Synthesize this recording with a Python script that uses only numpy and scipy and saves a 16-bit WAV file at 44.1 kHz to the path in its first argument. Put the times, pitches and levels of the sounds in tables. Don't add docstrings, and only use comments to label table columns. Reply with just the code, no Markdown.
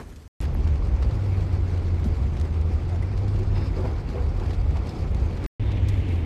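import sys
import numpy as np
from scipy import signal
from scipy.fft import rfft, irfft, next_fast_len
from scipy.io import wavfile
from scipy.ndimage import uniform_filter1d, map_coordinates

SR = 44100
rng = np.random.default_rng(int(sys.argv[2]) if len(sys.argv) > 2 else 0)


def pcm_store(signal):
    levels = np.round(np.clip(np.atleast_2d(signal), -1, 1) * 32767)
    wavfile.write(sys.argv[1], SR, levels.astype(np.int16).T)


N = 275625

# start in seconds, end in seconds.
STRETCHES = [(0, .279), (.4035, 5.4635), (5.5965, 6.25)]

# boom in dB, roar in dB, hiss in dB, rustle in dB.
BED_LEVELS = [(-41.5, -50, -64, -63.5), (-26, -35.5, -52, -60), (-26, -33.5, -49.5, -58)]
# frequency in Hz, relative level in dB per Hz.
BOOM_SPECTRUM = [(14, -43.5), (24, -15), (36, -2.5), (76, 1), (99, -8), (106, -7), (114, -12), (129, -13),
                 (150, -13.5), (200, -36), (330, -120)]
# frequency in Hz, relative level in dB per Hz.
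ROAR_SPECTRA = [
    [(65, -32.5), (110, -14), (290, -2.5), (347, -11), (448, -8), (549, -16), (1400, -24), (1820, -37),
     (3080, -120)],
    [(65, -39.5), (110, -7), (135, -12.5), (247, -16.5), (275, -18.5), (333, -17), (537, -24), (651, -29.5),
     (724, -26), (1400, -40.5), (1820, -64), (3080, -120)],
    [(65, -32), (110, -11.5), (130, -12.5), (187, -18), (269, -16), (644, -31.5), (771, -31.5), (1400, -45),
     (1820, -57), (3080, -120)],
]
# frequency in Hz, relative level in dB per Hz.
HISS_SPECTRA = [
    [(590, -32), (1000, -18.5), (1700, -0.5), (2650, -8.5), (3500, -23), (4550, -14.5), (7700, -120)],
    [(590, -26), (1000, -6), (1320, -7), (1600, -10), (2270, -8.5), (3040, -17), (3500, -19.5),
     (4550, -29.5), (7700, -120)],
    [(590, -33), (1000, -6.5), (1250, -15), (1470, -10.5), (2160, -4.5), (3500, -14), (4550, -39),
     (7700, -120)],
]
# frequency in Hz, relative level in dB per Hz.
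RUSTLE_SPECTRA = [
    [(1760, -27), (3000, 3.5), (3780, 1.5), (4130, 1), (5920, 2.5), (13900, -8)],
    [(1760, -18.5), (3000, -6), (4640, 1), (5840, -6), (8150, -11), (10500, -20), (12400, -19.5),
     (13900, -27)],
    [(1760, -24), (3000, -2.5), (3640, -4), (3930, -5.5), (5410, -12), (12400, -31), (13900, -36)],
]
# time in seconds, level over the bed in dB.
BOOM_RIDE = [(0, -10), (.03, 3.5), (.28, -2.5), (.41, 1), (1, 3), (1.15, 0), (2.1, 1), (2.4, 2), (2.6, -2),
             (3.5, 2), (3.75, -0.5), (3.86, 2.5), (4.02, -2.5), (4.3, 0), (4.5, -0.5), (4.63, 2.5),
             (4.9, -2.5), (5.23, 1), (5.46, 1), (5.77, 2.5), (6.13, -0.5), (6.25, -2.5)]
# time in seconds, roar level over the bed in dB.
ROAR_HISS_RUSTLE_RIDE = [(0, 21.5), (.02, 10.5), (.05, 1.5), (.1, 2), (.28, -4), (.41, 0.5), (.45, 0.5),
                         (.49, 0), (.99, 0), (1.03, 3), (1.07, 0.5), (2.3, -.5), (3.5, 0.5), (3.62, 2.5),
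                         (3.72, 0), (3.86, 3.5), (4.02, -0.5), (4.5, 1), (4.63, -0.5), (4.76, 1.5),
                         (5.35, 0), (5.46, 3.5), (5.6, 0), (5.77, 1.5), (5.8, -1), (6.25, 0.5)]
HISS_GROWS, RUSTLE_GROWS = 0.75, 0.63

# start in seconds, peak level in dB rms, length in seconds,
# band centre in Hz, band width in Hz.
SLEEVE_BRUSHES = [(0.407, -47, .055, 1800, 1200), (1.149, -59.5, .45, 2300, 900),
                  (5.61, -55.5, .2, 3630, 250), (5.88, -55, .2, 2690, 800), (6.06, -53.5, .19, 2400, 700)]
# start in seconds, peak level in dB, pitch in Hz, 60 dB decay in seconds.
METAL_TICKS = [(0.546, -35.5, 11400, 0.0044), (0.5505, -23, 750, 0.0055), (0.551, -26, 1700, 0.0044),
               (0.667, -26, 900, .008), (.823, -34.5, 1094, 0.026), (2.059, -19, 210, .04),
               (3.026, -37.5, 2040, 0.064), (3.029, -47, 9290, 0.011), (3.561, -41, 2000, .03),
               (3.622, -44, 2050, .05), (3.645, -44, 2270, .04), (3.765, -43, 4470, 0.021),
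               (3.772, -49, 2230, .07), (3.872, -41, 4670, 0.014), (3.873, -41, 2130, .04),
               (4.8926, -35.5, 5250, .015), (5.4458, -29, 2040, 0.0056)]
# frequency in Hz, width in Hz, relative level in dB.
LINK_MODES = [(2700, 40, -3), (3600, 45, -3), (3850, 150, -14), (4230, 80, -8), (4820, 35, -8),
              (5075, 70, -2), (5400, 200, -13)]
# start in seconds, peak level in dB rms, length in seconds.
LINK_SLIDES = [(3.445, -64, 0.074), (3.543, -51, .07), (3.599, -52.5, .05), (3.633, -54, 0.066),
               (3.762, -58, 0.036), (4.88, -50.5, .04)]
# frequency in Hz, width in Hz, relative level in dB.
PANEL_MODES = [(366, 25, .1), (460, 50, -6), (580, 60, -11), (716, 40, -12), (950, 150, -21),
               (1170, 150, -21)]
# start in seconds, peak level in dB rms, length in seconds,
# factor on the mode frequencies, factor on the mode widths (damping).
PANEL_BUMPS = [(2.04, -31, 0.051, 0.514, 2), (3.55, -43, .04, 2.4, 4), (3.756, -39.5, 0.08, 1.209, 3),
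               (3.828, -36, 0.065, 1.41, 3), (4.14, -37.5, .06, 1.15, 3), (4.164, -43, .05, 2.26, 2.5),
               (4.404, -43.5, .06, 2.3, 4.9), (4.502, -40, .05, 1.05, 3.1), (4.75, -39.5, 0.04, 1.91, 3.7)]
# start in seconds, length in seconds, first pitch in Hz,
# last pitch in Hz, peak level in dB rms.
PANEL_GROANS = [(3.762, .075, 400, 350, -34.5), (3.4, 0.047, 345, 400, -36), (3.77, .065, 600, 590, -43.5),
                (3.765, .05, 1200, 1150, -50), (3.835, .055, 500, 510, -43.5), (4.14, .03, 670, 590, -41),
                (2.9, 0.062, 780, 650, -45), (4.142, 0.045, 385, 397, -34), (4.15, 0.085, 490, 480, -39.5)]
# start in seconds, peak level in dB rms, tilt in dB per octave (held within 9), 60 dB decay in seconds.
SCUFF_PUFFS = [(0.159, -50.5, -1.5, 0.076), (0.4038, -34, -5, 0.008), (0.413, -30, 5.5, 0.005),
               (.42, -43, -10.5, 0.09), (0.452, -40, -8, 0.043), (0.6734, -40.5, -7.5, .04),
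               (0.756, -43, -8, .05), (0.87, -48.5, -7.5, .03), (1.0242, -39.5, -13, 0.069),
               (1.11, -43.5, -8.5, 0.043), (1.198, -53, -8.5, 0.025), (1.527, -45.5, -6, .04),
               (1.774, -46, -6.5, .05), (1.9557, -52.5, -5.5, .04), (1.997, -48.5, -3, .03),
               (2.042, -43.5, -3.5, 0.045), (2.2651, -48.5, -6.5, .02), (2.367, -40.5, -9, 0.071),
               (2.3982, -42, -3.5, 0.028), (2.4126, -39, -4.5, .025), (2.4513, -44, -7, 0.023),
               (2.612, -50.5, -3, .04), (2.958, -45, -7.5, 0.043), (3.023, -47.5, -5, 0.056),
               (3.175, -44.5, -7.5, 0.071), (3.281, -46, -6, 0.041), (3.361, -46.5, -6, 0.033),
               (3.39, -53.5, 1.5, .05), (3.763, -56.5, -4, 0.036), (4.099, -48, -5, .04),
               (4.144, -46, -9, .02), (4.373, -49.5, -3.5, .02), (4.3975, -40.5, -7.5, 0.033),
               (4.459, -41, -8.5, 0.035), (4.5058, -38.5, -9, 0.032), (4.532, -44, -6, 0.085),
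               (4.708, -45, -5.5, .02), (4.769, -41.5, -8, .04), (4.869, -45.5, -6, 0.071),
               (4.892, -48.5, -1.5, .05), (5.113, -49, 2, .015), (5.146, -41.5, -6, 0.032),
               (5.44, -44.5, -1, 0.035), (5.4464, -33, -8.5, 0.011), (5.4625, -27, -8, 0.0082),
               (5.7175, -41, -11, 0.056), (5.885, -39, -0.5, 0.058), (6.086, -46, -5.5, .05)]
# start in seconds, length in seconds, first pitch in Hz, last pitch in Hz,
# peak level in dB rms.
DRIVELINE_SWELLS = [(0.42, 0.49, 38.1, 40, -31), (0.7, .3, 39.9, 51.8, -27), (0.844, 0.33, 64.5, 64.2, -25),
                    (1.144, 0.84, 59.8, 49.6, -37), (3.298, 0.33, 31.07, 39.3, -27),
                    (4.17, 0.33, 41, 39, -26), (4.5, 0.29, 39, 36.8, -28.5), (4.167, 0.19, 73, 72, -23),
                    (4.65, 0.3, 74.24, 73, -31), (5.05, 0.37, 70, 74.8, -33),
                    (5.596, 0.22, 35.77, 37.3, -33)]
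# time in seconds, pitch in Hz, level in dB rms.
ENGINE_GLIDES = [
    [(.42, 75.97, -31), (.63, 79.5, -25.5), (.82, 85.7, -33.5)],
    [(1.05, 107.7, -31), (1.31, 95.14, -23), (1.68, 88.75, -23.5), (2.0, 85.3, -26), (2.2, 82.14, -31.5),
     (2.45, 79.4, -23.5), (2.8, 82.1, -26.5), (2.97, 87.85, -24), (3.08, 95.7, -27.5), (3.29, 100.6, -24),
     (3.5, 97.9, -25), (3.87, 87.6, -31.5)],
    [(4.2, 92.3, -33), (4.6, 90.44, -31), (4.96, 89.2, -35), (5.4, 87.3, -35)],
    [(5.61, 101.6, -26), (5.9, 99.45, -24), (6.05, 93.3, -23.5), (6.24, 79.5, -29)],
]

TOP_HZ = 14100


def amp(db):
    return 10 ** (np.asarray(db) / 20)


def unit(x):
    return x / np.sqrt(np.mean(x ** 2) + 1e-20)


def along(points, hz):
    point_hz, values = np.transpose(points)
    return np.interp(np.log(hz + 1), np.log(point_hz + 1), values)


def curves(rows):
    s, *columns = np.transpose(rows)
    return [np.interp(np.arange(N) / SR, s, column) for column in columns]


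def wobble(rate):
    knots = rng.standard_normal(int(N * rate / SR) + 4)
    return map_coordinates(knots, [np.arange(N) * rate / SR])


def filtered(x, response):
    m = next_fast_len(len(x) + 8192)
    return irfft(rfft(x, m) * response(np.fft.rfftfreq(m, 1 / SR)), m)[:len(x)]


def add(track, s, sound):
    part = track[round(s * SR):][:len(sound)]
    part += sound[:len(part)]


def rush(spectrum, patchy_db):
    grid = signal.stft(rng.standard_normal(N), nperseg=512)[2]
    patches = uniform_filter1d(rng.standard_normal(grid.shape), size=8, axis=0)
    patches = uniform_filter1d(patches, size=5, axis=1)
    noise = signal.istft(grid * amp(patchy_db * unit(patches)), nperseg=512)[1][:N]
    return unit(filtered(noise, lambda hz: amp(along(spectrum, hz))))


def crackle(per_s, size_db, t60):
    jolts = (rng.random(N) < per_s / SR) * amp(size_db * rng.exponential(size=N))
    return 1 + signal.lfilter([1], [1, -amp(-60 / (t60 * SR))], jolts)


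def swell(modes, db, length):
    u = np.linspace(0, 1, max(round(length * SR), 64))

    def body(f):
        response = 0
        for k, (centre, width, level_db) in enumerate(modes):
            damping = 1j * f * width
            response = response + (-1) ** k * amp(level_db) * damping / (centre ** 2 - f ** 2 + damping)
        return response

    noise = filtered(rng.standard_normal(SR // 2), body)[-len(u):]
    return amp(db) * np.sin(np.pi * u ** 0.79) * unit(noise)


def tone(hz, gain):
    phase = 2 * np.pi * np.cumsum(hz) / SR + 0.1 * wobble(12)
    return gain * amp(0.47 * wobble(12)) * np.sqrt(2) * np.sin(phase)


def glides(rows):
    out, t = np.zeros(N), np.arange(N) / SR
    for s, length, first_hz, last_hz, db in rows:
        u = np.clip((t - s) / length, 0, 1)
        rise_and_fall = np.abs(np.sin(np.pi * u)) ** 0.68
        out += tone(first_hz + (last_hz - first_hz) * u, amp(db) * rise_and_fall)
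    return out


def background(stretch):
    boom_db, roar_db, hiss_db, rustle_db = BED_LEVELS[stretch]
    (shared_db,), (boom_ride_db,) = curves(ROAR_HISS_RUSTLE_RIDE), curves(BOOM_RIDE)
    flutter = wobble(21.98)
    crackling = crackle(per_s=70, size_db=2.5, t60=0.02)

    boom_gain = amp(boom_db + boom_ride_db + 0.57 * wobble(8.2))
    roar_gain = amp(roar_db + shared_db + 0.44 * flutter)
    hiss_gain = amp(hiss_db + HISS_GROWS * shared_db + 0.43 * flutter) * crackling ** 0.33
    rustle_gain = amp(rustle_db + RUSTLE_GROWS * shared_db + 1.3 * flutter) * crackling ** 0.49

    boom = boom_gain * rush(BOOM_SPECTRUM, patchy_db=0.5)
    roar = roar_gain * rush(ROAR_SPECTRA[stretch], patchy_db=0.43)
    hiss = hiss_gain * rush(HISS_SPECTRA[stretch], patchy_db=1.55)
    rustle = rustle_gain * rush(RUSTLE_SPECTRA[stretch], patchy_db=1.95)
    return boom + roar + hiss + rustle


def sleeve():
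    out = np.zeros(N)
    for s, db, length, hz, width in SLEEVE_BRUSHES:
        add(out, s, swell([(hz, width, 0)], db, length))
    return out


def jingle():
    out = np.zeros(N)
    for s, db, length in LINK_SLIDES:
        add(out, s, swell(LINK_MODES, db, length))
    return out


def ticks():
    out, t = np.zeros(N), np.arange(SR // 10) / SR
    attack = 1 - np.exp(-t / 0.0003)
    for s, db, hz, t60 in METAL_TICKS:
        add(out, s, amp(db - 60 * t / t60) * attack * np.sin(2 * np.pi * hz * t))
    return out


def bumps():
    out = glides(PANEL_GROANS)
    for s, db, length, pitch_factor, damping_factor in PANEL_BUMPS:
        modes = [(hz * pitch_factor, width * damping_factor, level) for hz, width, level in PANEL_MODES]
        add(out, s, swell(modes, db, length))
    return out


def scuffs_and_clicks():
    out, t = np.zeros(N), np.arange(SR // 4) / SR
    attack = 1 - np.exp(-t / 0.00033)
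    for s, db, tilt_db, t60 in SCUFF_PUFFS:
        tilt_db = np.clip(tilt_db, -9, 9)

        def colour(hz):
            band = hz ** 2 / (hz ** 2 + 1500 ** 2) / (1 + (hz / 9000) ** 4)
            return amp(tilt_db * np.log2(hz / 6000 + 0.012)) * band

        grains = amp(4.8 * rng.standard_normal(len(t)))
        grit = filtered(rng.standard_normal(len(t)) * grains, colour)
        add(out, s, amp(db - 60 * t / t60) * attack * unit(grit))
    return out


def engine():
    out, t = glides(DRIVELINE_SWELLS), np.arange(N) / SR
    for rows in ENGINE_GLIDES:
        hz, db = curves(rows)
        inside = np.minimum(t - rows[0][0], rows[-1][0] - t)
        fade = np.clip(inside / 0.069 + 1, 0, 1)
        out += tone(hz, amp(db) * fade)
    return out


def scene():
    t = np.arange(N) / SR
    near = sleeve() + jingle() + ticks() + bumps() + scuffs_and_clicks() + engine()
    out = np.zeros(N)
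    for stretch, (s, end) in enumerate(STRETCHES):
        gate = np.clip((t - s) / 0.00042, 0, 1) * (t < end)
        out += gate * (background(stretch) + near)
    return out[None]


def record(dry):
    return filtered(dry[0], lambda hz: hz < TOP_HZ)[None]


dry = scene()
out = record(dry)
pcm_store(out)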